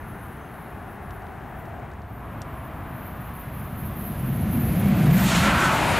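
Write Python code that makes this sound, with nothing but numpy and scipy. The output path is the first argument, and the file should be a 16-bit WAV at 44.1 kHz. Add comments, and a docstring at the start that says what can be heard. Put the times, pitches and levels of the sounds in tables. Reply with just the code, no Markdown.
"""Open country beside a high-speed line, with a motorway droning in the distance. At the first spot a
train fades into a tunnel, which thrums and sounds a hollow note. From a second spot, about 15 m off the
track, another is heard coming out: the rails hiss and whine ahead of it, its rumble swells, then wheels
roar, the leading car howls and air rushes by in gusts, head-on at first and then on the left.
Something small ticks near the microphone."""
import sys
import numpy as np
from scipy import signal
from scipy.fft import rfft, irfft, next_fast_len
from scipy.io import wavfile
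from scipy.ndimage import uniform_filter1d

SR = 44100
rng = np.random.default_rng(int(sys.argv[2]) if len(sys.argv) > 2 else 0)


def to_wav(sig):
    """Store sig (one row per channel, or 1-D mono) as 16-bit WAV at the path in sys.argv[1].

    Samples outside -1..1 are clipped; the rate is SR.
    """
    pcm = np.clip(np.atleast_2d(sig), -1, 1) * 32767
    pcm = np.round(pcm).astype(np.int16)
    wavfile.write(sys.argv[1], SR, pcm.T)  # frames by channels


N = 264159
TIME_S = np.arange(N) / SR


def undb(db):
    """Gain of a level in dB."""
    return 10 ** (np.asarray(db) / 20)

def curve(table, fall_db=0.):
    """Columns over time; ahead of the first row the first column falls off by fall_db a second."""
    s, *columns = np.transpose(table)
    columns = [np.interp(TIME_S, s, c) for c in columns]
    columns[0] -= fall_db * np.clip(s[0] - TIME_S, 0, None)
    return columns

def lifts(table, edge_s):
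    """Each row lifts its columns for a while, with straight edges; overlaps add up."""
    start, length, *columns = np.transpose(table)
    t = TIME_S[:, None]
    on = np.clip(np.minimum(t - start, start + length - t) / edge_s + .5, 0, 1)
    return [on @ c for c in columns]

def on_log(hz, table):
    """Reads (Hz, value) points on a log-frequency axis."""
    points_hz, values = np.transpose(table)
    return np.interp(np.log(hz), np.log(points_hz), values)

def walk(rate):
    """Random levels held 1 / rate s and smoothed twice; spread near 1."""
    hold = int(SR / rate)
    steps = np.repeat(rng.standard_normal(N // hold + 1), hold)
    return 1.3 * uniform_filter1d(uniform_filter1d(steps, hold), hold)[:N]

def place(x, db, pan_db):
    """Sets level and left-minus-right balance."""
    return x * undb(db + np.array([[1], [-1]]) * pan_db / 2)

def tone(hz, width_hz, steady=0):
    """A tone with the share steady of its power pure and the rest smeared over width_hz."""
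    carrier = np.exp(2j * np.pi * (np.cumsum(hz * np.ones(N)) / SR + rng.random()))
    smear = rng.standard_normal(N) + 1j * rng.standard_normal(N)
    smear = signal.sosfilt(signal.butter(2, width_hz / 2, fs=SR, output="sos"), smear)
    smear /= np.sqrt(np.mean(np.abs(smear) ** 2))
    return np.sqrt(2) * np.real(carrier * (np.sqrt(steady) + np.sqrt(1 - steady) * smear))

# Stereo width. Each row: frequency in Hz, relative level of the left-right difference in dB.
STEREO_WIDTH = [(45, -32), (100, -27), (200, -21), (400, -19), (600, -20.5), (1000, -92), (2500, -30),
                (5000, -33), (10000, -14), (12000, -43)]
# The housing shades the microphone's far port. Each row: frequency in Hz, share of the lean.
PORT_SHADE = [(60, -0.49), (110, 0.11), (190, 0.51), (280, 0.19), (400, 1.52), (570, 0.25), (800, 0.47),
              (1150, 0.34), (1700, 0.18), (3000, 0.23), (6000, 0.27), (12000, -0.096)]

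def noise(colour, flicker_db, rate, dull_db=0., lean_db=0.):
    """Stereo noise, rms 1, in flickering bands; dulled per octave, widened as it leans (left is +)."""
    size = next_fast_len(N)
    hz = np.arange(1, size // 2 + 2) * SR / size
    lo, hi = colour[0][0], colour[-1][0]
    pair = rfft(rng.standard_normal((2, size))) * undb(on_log(hz, colour)) * ((hz > lo) & (hz < hi))
    pair[1] *= undb(on_log(hz, STEREO_WIDTH))
    out = 0
    for octave in np.arange(np.log2(lo), np.log2(hi) + .5, .5):
        band = np.clip(1 - 2 * np.abs(np.log2(hz) - octave), 0, 1)
        mid, side = irfft(band * pair, size)[:, :N]
        side = side * (0.61 + np.abs(lean_db) / 5)
        db = flicker_db * walk(rate) - dull_db * (octave - np.log2(lo * hi) / 2)
        pan_db = lean_db * on_log(2 ** octave, PORT_SHADE)
        out = out + place(np.array([mid + side, mid - side]), db, pan_db)
    return out / np.sqrt(np.mean(out ** 2))


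# The motorway from the first spot. Each row: time in seconds, level in dB, leftward lean in dB.
FIRST_DRONE = [(0, -39.5, 5), (1.8, -40, 9), (2.2, -39, -1.5)]
# From the second. Each row: time in seconds, level in dB, dullness in dB per octave, lean in dB.
SECOND_DRONE = [(1.9, -43.5, 3, 14), (2.2, -35.5, 2, 4), (2.45, -36, 1.5, 3), (3, -36, 1, 5.5),
                (3.5, -37.5, 0.5, 2.5), (4.4, -39, 2, 4)]
# Its spectrum at each spot. Each row: frequency in Hz, relative level in dB.
FIRST_SPECTRUM = [(71, -19), (120, -6), (209, 1.5), (259, -3.5), (377, -6), (410, -5.5), (475, -10),
                  (541, -10), (726, -5), (1040, -7), (1700, -11), (4120, -35.5), (6000, -50), (7800, -53),
                  (13200, -120)]
SECOND_SPECTRUM = [(71, -57), (120, -7.5), (213, -9), (290, -10.5), (490, -17.5), (568, -14.5),
                   (1080, -10.5), (1330, -14.5), (1540, -16), (1670, -17), (2870, -28), (4320, -41),
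                   (6000, -53), (7800, -82), (13200, -120)]

def motorway(second_share):
    """Distant tyres and engines from two spots in turn; a faint high tone hangs over the first."""
    db, lean_db = curve(FIRST_DRONE)
    first = undb(db) * noise(FIRST_SPECTRUM, flicker_db=0.47, rate=4.03, lean_db=lean_db)
    first += undb(-81) * tone(15620, width_hz=20, steady=.5)
    db, dull_db, lean_db = curve(SECOND_DRONE)
    second = undb(db) * noise(SECOND_SPECTRUM, 0.28, 5.37, dull_db, lean_db)
    return (1 - second_share) * first + second_share * second


# The microphone's noise floor. Each row: frequency in Hz, relative level in dB.
FLOOR_SPECTRUM = [(3500, -41), (5000, 1), (7000, 2.5), (9300, 4.5), (14300, 2.5), (15750, -2)]

def microphone_hiss(second_share):
    """The microphone's own faint hiss at either spot."""
    first, second = [noise(FLOOR_SPECTRUM, flicker_db=0.31, rate=4) for spot in range(2)]
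    return undb(-68) * ((1 - second_share) * first + second_share * second)


# Thrum in ground and tunnel. Each row: time in seconds, level in dB.
THRUM = [(0, -35.5), (.4, -43.5), (1.3, -39), (2, -40), (2.5, -37), (3.5, -37.5), (3.66, -32.5),
         (4.2, -34.5), (4.45, -27.5), (5.3, -27.5), (5.99, -30.5)]
# Its spectrum. Each row: frequency in Hz, relative level in dB.
THRUM_SPECTRUM = [(13, -43), (22, -20.5), (65, -1), (140, -3.5), (180, -15), (310, -120)]
# The note of the tunnel mouth. Each row: time in seconds, level in dB, centre in Hz.
MOUTH_NOTE = [(0, -60, 745), (.5, -49.5, 743.2), (1.12, -50, 739), (1.28, -44, 735), (1.6, -47, 728.4),
              (1.76, -40.5, 739.5), (1.92, -51, 715.5), (2.5, -50.5, 699), (4.2, -49, 701),
              (4.38, -43.5, 705), (4.6, -43.5, 700), (5.1, -36.5, 700), (5.5, -51, 685)]

def tunnel():
    """The ground thrums and the mouth's hollow note swells now and then."""
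    (thrum_db,) = curve(THRUM)
    thrum = undb(thrum_db) * noise(THRUM_SPECTRUM, flicker_db=0.16, rate=9.9, lean_db=2.1)
    note_db, hz = curve(MOUTH_NOTE)
    return thrum + place(tone(hz, width_hz=132), note_db, pan_db=0.2)


# The rails between surges. Each row: time in seconds, then lower hiss, upper hiss, tones, whine in dB.
RAIL_LEVELS = [(0, -64, -65, -69.5, -95), (1.3, -71, -67, -77, -95), (2.04, -78, -72, -82, -88),
               (2.11, -74, -64, -79, -71), (3.15, -65.5, -60, -75, -61), (4.3, -56, -49.5, -63.5, -56.5),
               (4.95, -54, -58.5, -58, -48), (5.45, -59, -52, -61, -60.5), (5.99, -56, -54, -55, -62)]
# Surges. Each row: start and length in seconds, then lifts of lower hiss, upper hiss, whine in dB.
RAIL_SURGES = [(.07, .08, 3, 5, 0), (.2, .18, 0, 4, 0), (.55, .17, 6, 4, 0), (.88, .07, 5, 3, 0),
               (1.03, 0.17, 6, 3, 0), (1.56, .13, 8, 5, 0), (2.24, .08, 1, -6, 7), (2.53, .13, 8, 1, 4),
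               (2.77, .13, 2, -2, 4), (2.96, .14, 7, 9, 5.5), (3.22, 0.064, 7, 6, 1), (3.34, .1, 8, 7, 4),
               (3.52, .14, 6, 2, 5), (3.76, .13, 5, 4, 5), (3.97, 0.17, 9, 8, 7), (4.17, .05, 10, -3, 0),
               (4.33, 0.12, 5, 1, 7), (4.49, 0.23, 9, 10, 8), (4.73, 0.099, 10, 14, 8),
               (5.13, .15, 10, 13, 10), (5.34, .06, -11, 9, 1), (5.73, .04, 2, 5, 0)]
# The two bands of hiss. Each row: frequency in Hz, relative level in dB.
LOWER_SPECTRUM = [(10100, -2), (10350, -13), (10550, 1.5), (11000, 2), (11500, -0.5), (11750, 1),
                  (12000, -12)]
UPPER_SPECTRUM = [(11980, -24), (12200, -1), (13000, -6), (13450, -3.5), (13700, 3), (13850, -2),
                  (14050, -16), (15700, -20)]
# Three thin tones. Each entry: centre in Hz.
THIN_HZ = [9775, 12232, 6250]
# Their shapes. Each row: width in Hz, relative level in dB.
THIN_SHAPES = [(100, 1.5), (35, 0), (90, -9.5)]
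# The whine's sinking base pitch. Each row: time in seconds, frequency in Hz.
WHINE_BASE = [(2.1, 1061), (3, 1060), (4.05, 1057.7), (4.65, 1055.5), (4.95, 1052.8), (5.55, 1049),
              (5.99, 1047.5)]
# Its partials. Each row: multiple of the base, relative level in dB.
WHINE_PARTIALS = [(9, -24), (10, -6.5), (11, -10), (12, -3), (13, 0), (14, -20)]

def rails():
    """The rails sing while the train is still far off: surging hiss and whine, and thin tones."""
    lower_db, upper_db, tones_db, whine_db = curve(RAIL_LEVELS)
    lower_lift, upper_lift, whine_lift = lifts(RAIL_SURGES, edge_s=0.058)
    flutter = undb(1.4 * walk(40))
    lower = undb(lower_db + lower_lift) * noise(LOWER_SPECTRUM, flicker_db=0.9, rate=30.2, lean_db=8.2)
    upper = undb(upper_db + upper_lift) * noise(UPPER_SPECTRUM, flicker_db=2.1, rate=25, lean_db=2.7)
    tones = sum(undb(db + 2.5 * walk(12)) * tone(hz, width)
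                for hz, (width, db) in zip(THIN_HZ, THIN_SHAPES))
    (base_hz,) = curve(WHINE_BASE)
    whine = sum(undb(db + 1.6 * walk(19)) * tone(k * base_hz, width_hz=45, steady=0.59)
                for k, db in WHINE_PARTIALS)
    return flutter * (lower + upper + undb(whine_db + whine_lift) * whine) + undb(tones_db) * tones


# Ticks close to the microphone. Each row: start in seconds, peak in dB, centre in Hz.
NEAR_TICKS = [(1.1069, -40.5, 4500), (1.2201, -50, 4800), (1.2655, -47, 3280), (1.6546, -48.5, 5500),
              (1.7978, -59, 6480), (1.9145, -52, 5480), (1.935, -52, 7000), (2.0178, -49, 4800),
              (2.4173, -30.5, 6200), (2.4274, -49, 6000), (3.259, -60, 6000)]

def ticks(rise_s=0.00032, t60_s=.02):
    """Something small ticks: short cracks of band-passed noise."""
    out, t = np.zeros(N), np.arange(2000) / SR
    envelope = (1 - np.exp(-t / rise_s)) * np.exp(-np.log(1000) * t / t60_s)
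    for s, db, hz in NEAR_TICKS:
        band = signal.butter(2, (hz / 2, hz * 1.32), "bandpass", fs=SR, output="sos")
        crack = signal.sosfilt(band, rng.standard_normal(len(t)) * envelope)
        start = int(s * SR)
        out[start:start + len(t)] += undb(db) * crack / np.abs(crack).max()
    return place(out, 0, pan_db=1.0)


# The oncoming train's rumble. Each row: frequency in Hz, relative level in dB.
RUMBLE_SPECTRUM = [(70, -36), (95, -7), (130, -1.5), (200, 0.5), (240, -3), (275, -12), (340, -13),
                   (425, -21), (600, -21), (780, -42)]
# A narrow band of low noise that swells and shifts unevenly within the rumble.
# Each row: time in seconds, level in dB, centre in Hz.
LOW_BAND = [(3.6, -49, 185), (4.0, -49, 150), (4.3, -28, 130.2), (4.42, -34, 150), (4.55, -22.5, 220.6),
            (4.75, -37.5, 189.6), (4.9, -22.5, 198), (5.1, -18.5, 150.7), (5.22, -22.5, 199.7),
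            (5.36, -23.5, 177.1), (5.45, -23, 214.6), (5.6, -33, 159.5)]

def rumble(lean_db, peak_s=5, peak_db=-20, rise_db_s=13, fall_db_s=14):
    """An uneven low roar, loudest just before the nose draws level with the microphone."""
    late_s = TIME_S - peak_s
    db = peak_db + np.minimum(rise_db_s * late_s, -fall_db_s * late_s)
    band_db, hz = curve(LOW_BAND, fall_db=25)
    band = place(tone(hz, width_hz=39.4, steady=0.19), band_db, 0.62 * lean_db)
    return undb(db) * noise(RUMBLE_SPECTRUM, flicker_db=0.5, rate=7.3, lean_db=lean_db) + band


SPEED_M_S, TRACK_M, ABREAST_S = 81.7, 14.6, 5.432  # TRACK_M: from microphone to track
AHEAD_M = SPEED_M_S * np.clip(ABREAST_S - TIME_S, 0, None)  # still to run until the nose is abreast

def approach_db(alongside_db, loss_db_m):
    """Level after spreading and loss over ground and air; steady once the train is alongside."""
    spreading_db = 20 * np.log10(np.hypot(AHEAD_M, TRACK_M) / TRACK_M)
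    return alongside_db - spreading_db - loss_db_m * AHEAD_M


# Wheels on rail. Each row: frequency in Hz, relative level in dB.
WHEEL_SPECTRUM = [(150, -12), (250, -4.5), (326, -4.5), (426, -16), (643, -4.5), (1250, -8), (1350, -6),
                  (1840, -8), (2430, -9), (4920, -24.5), (6000, -32), (7800, -54), (13200, -120)]

def wheels(lean_db, gust_db):
    """The rolling roar grows as the train closes in."""
    db = approach_db(-23, loss_db_m=0.054) + gust_db
    return undb(db) * noise(WHEEL_SPECTRUM, flicker_db=0.64, rate=13, dull_db=0.5, lean_db=lean_db)


# Air along the train. Each row: frequency in Hz, relative level in dB.
AIR_SPECTRUM = [(1470, -32), (2500, -8), (3810, -6), (4910, -11.5), (6770, -5), (12700, -12), (14100, -23),
                (15600, -18)]

def air_rush(lean_db, gust_db):
    """A smooth rush; distance eats its treble, and gusts make it louder and duller."""
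    db = approach_db(-37.5, loss_db_m=0.093) + gust_db
    dull_db = 0.5 + .004 * AHEAD_M + 0.35 * gust_db
    return undb(db) * noise(AIR_SPECTRUM, flicker_db=0.99, rate=40, dull_db=dull_db, lean_db=lean_db)


# Howl and whoosh at close range. Each row: time in seconds, level in dB, centre in Hz.
CAR_HOWL = [(5.25, -48, 1360), (5.42, -33.5, 1350), (5.55, -28.5, 1348), (5.64, -24.5, 1335),
            (5.71, -29, 1306), (5.77, -42, 1254)]
CAR_WHOOSH = [(5.5, -29.5, 1156), (5.62, -26.5, 1098), (5.77, -25.5, 1050), (5.88, -25.5, 778),
              (5.99, -30, 822)]

def leading_car(lean_db):
    """Two close rough tones over a broad whoosh, dropping in pitch as the car goes by."""
    howl_db, hz = curve(CAR_HOWL, fall_db=59)
    howl = tone(hz, 103.3, steady=0.051) + undb(-3) * tone(1.135 * hz, 90.4, steady=0.11)
    whoosh_db, centre_hz = curve(CAR_WHOOSH, fall_db=58)
    whoosh = tone(centre_hz, width_hz=470)
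    return place(undb(howl_db) * howl + undb(whoosh_db) * whoosh, 0, 0.065 * lean_db)


# The train comes head-on, then fills the left. Each row: time in seconds, leftward lean in dB.
TRAIN_LEAN = [(3.4, -0.5), (4.4, 0.5), (5.2, 0), (5.55, 0.5), (5.68, 1.5), (5.78, 6), (5.99, 12)]
# Nose and bogies sweep by. Each row: start and length in seconds, lifts of air and of wheels in dB.
PASSING_GUSTS = [(5.16, 0.32, 7, 0.5), (5.26, 0.055, 5.5, -1), (5.33, 0.057, 4.5, 0),
                 (5.44, 0.064, -0.5, 3.5), (5.59, 0.087, 5, .5), (5.92, .04, -0.5, 0)]

def scene():
    """The first spot fades into the second, where the train bears down on the microphone."""
    second_share = np.interp(TIME_S, (1.82, 2.32), (0, 1))
    (lean_db,) = curve(TRAIN_LEAN)
    air_gust_db, wheel_gust_db = lifts(PASSING_GUSTS, edge_s=0.047)
    lineside = motorway(second_share) + microphone_hiss(second_share) + tunnel() + rails() + ticks()
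    rolling = rumble(lean_db) + wheels(lean_db, wheel_gust_db)
    return lineside + rolling + air_rush(lean_db, air_gust_db) + leading_car(lean_db)

def record(dry):
    """The recorder rounds the loudest peaks and cuts the top."""
    ceiling, top_hz = 0.46, 15770
    rounded = ceiling * np.tanh(dry / ceiling)
    return signal.sosfilt(signal.ellip(14, .2, 90, top_hz, fs=SR, output="sos"), rounded)


dry = scene()
out = record(dry)
to_wav(out)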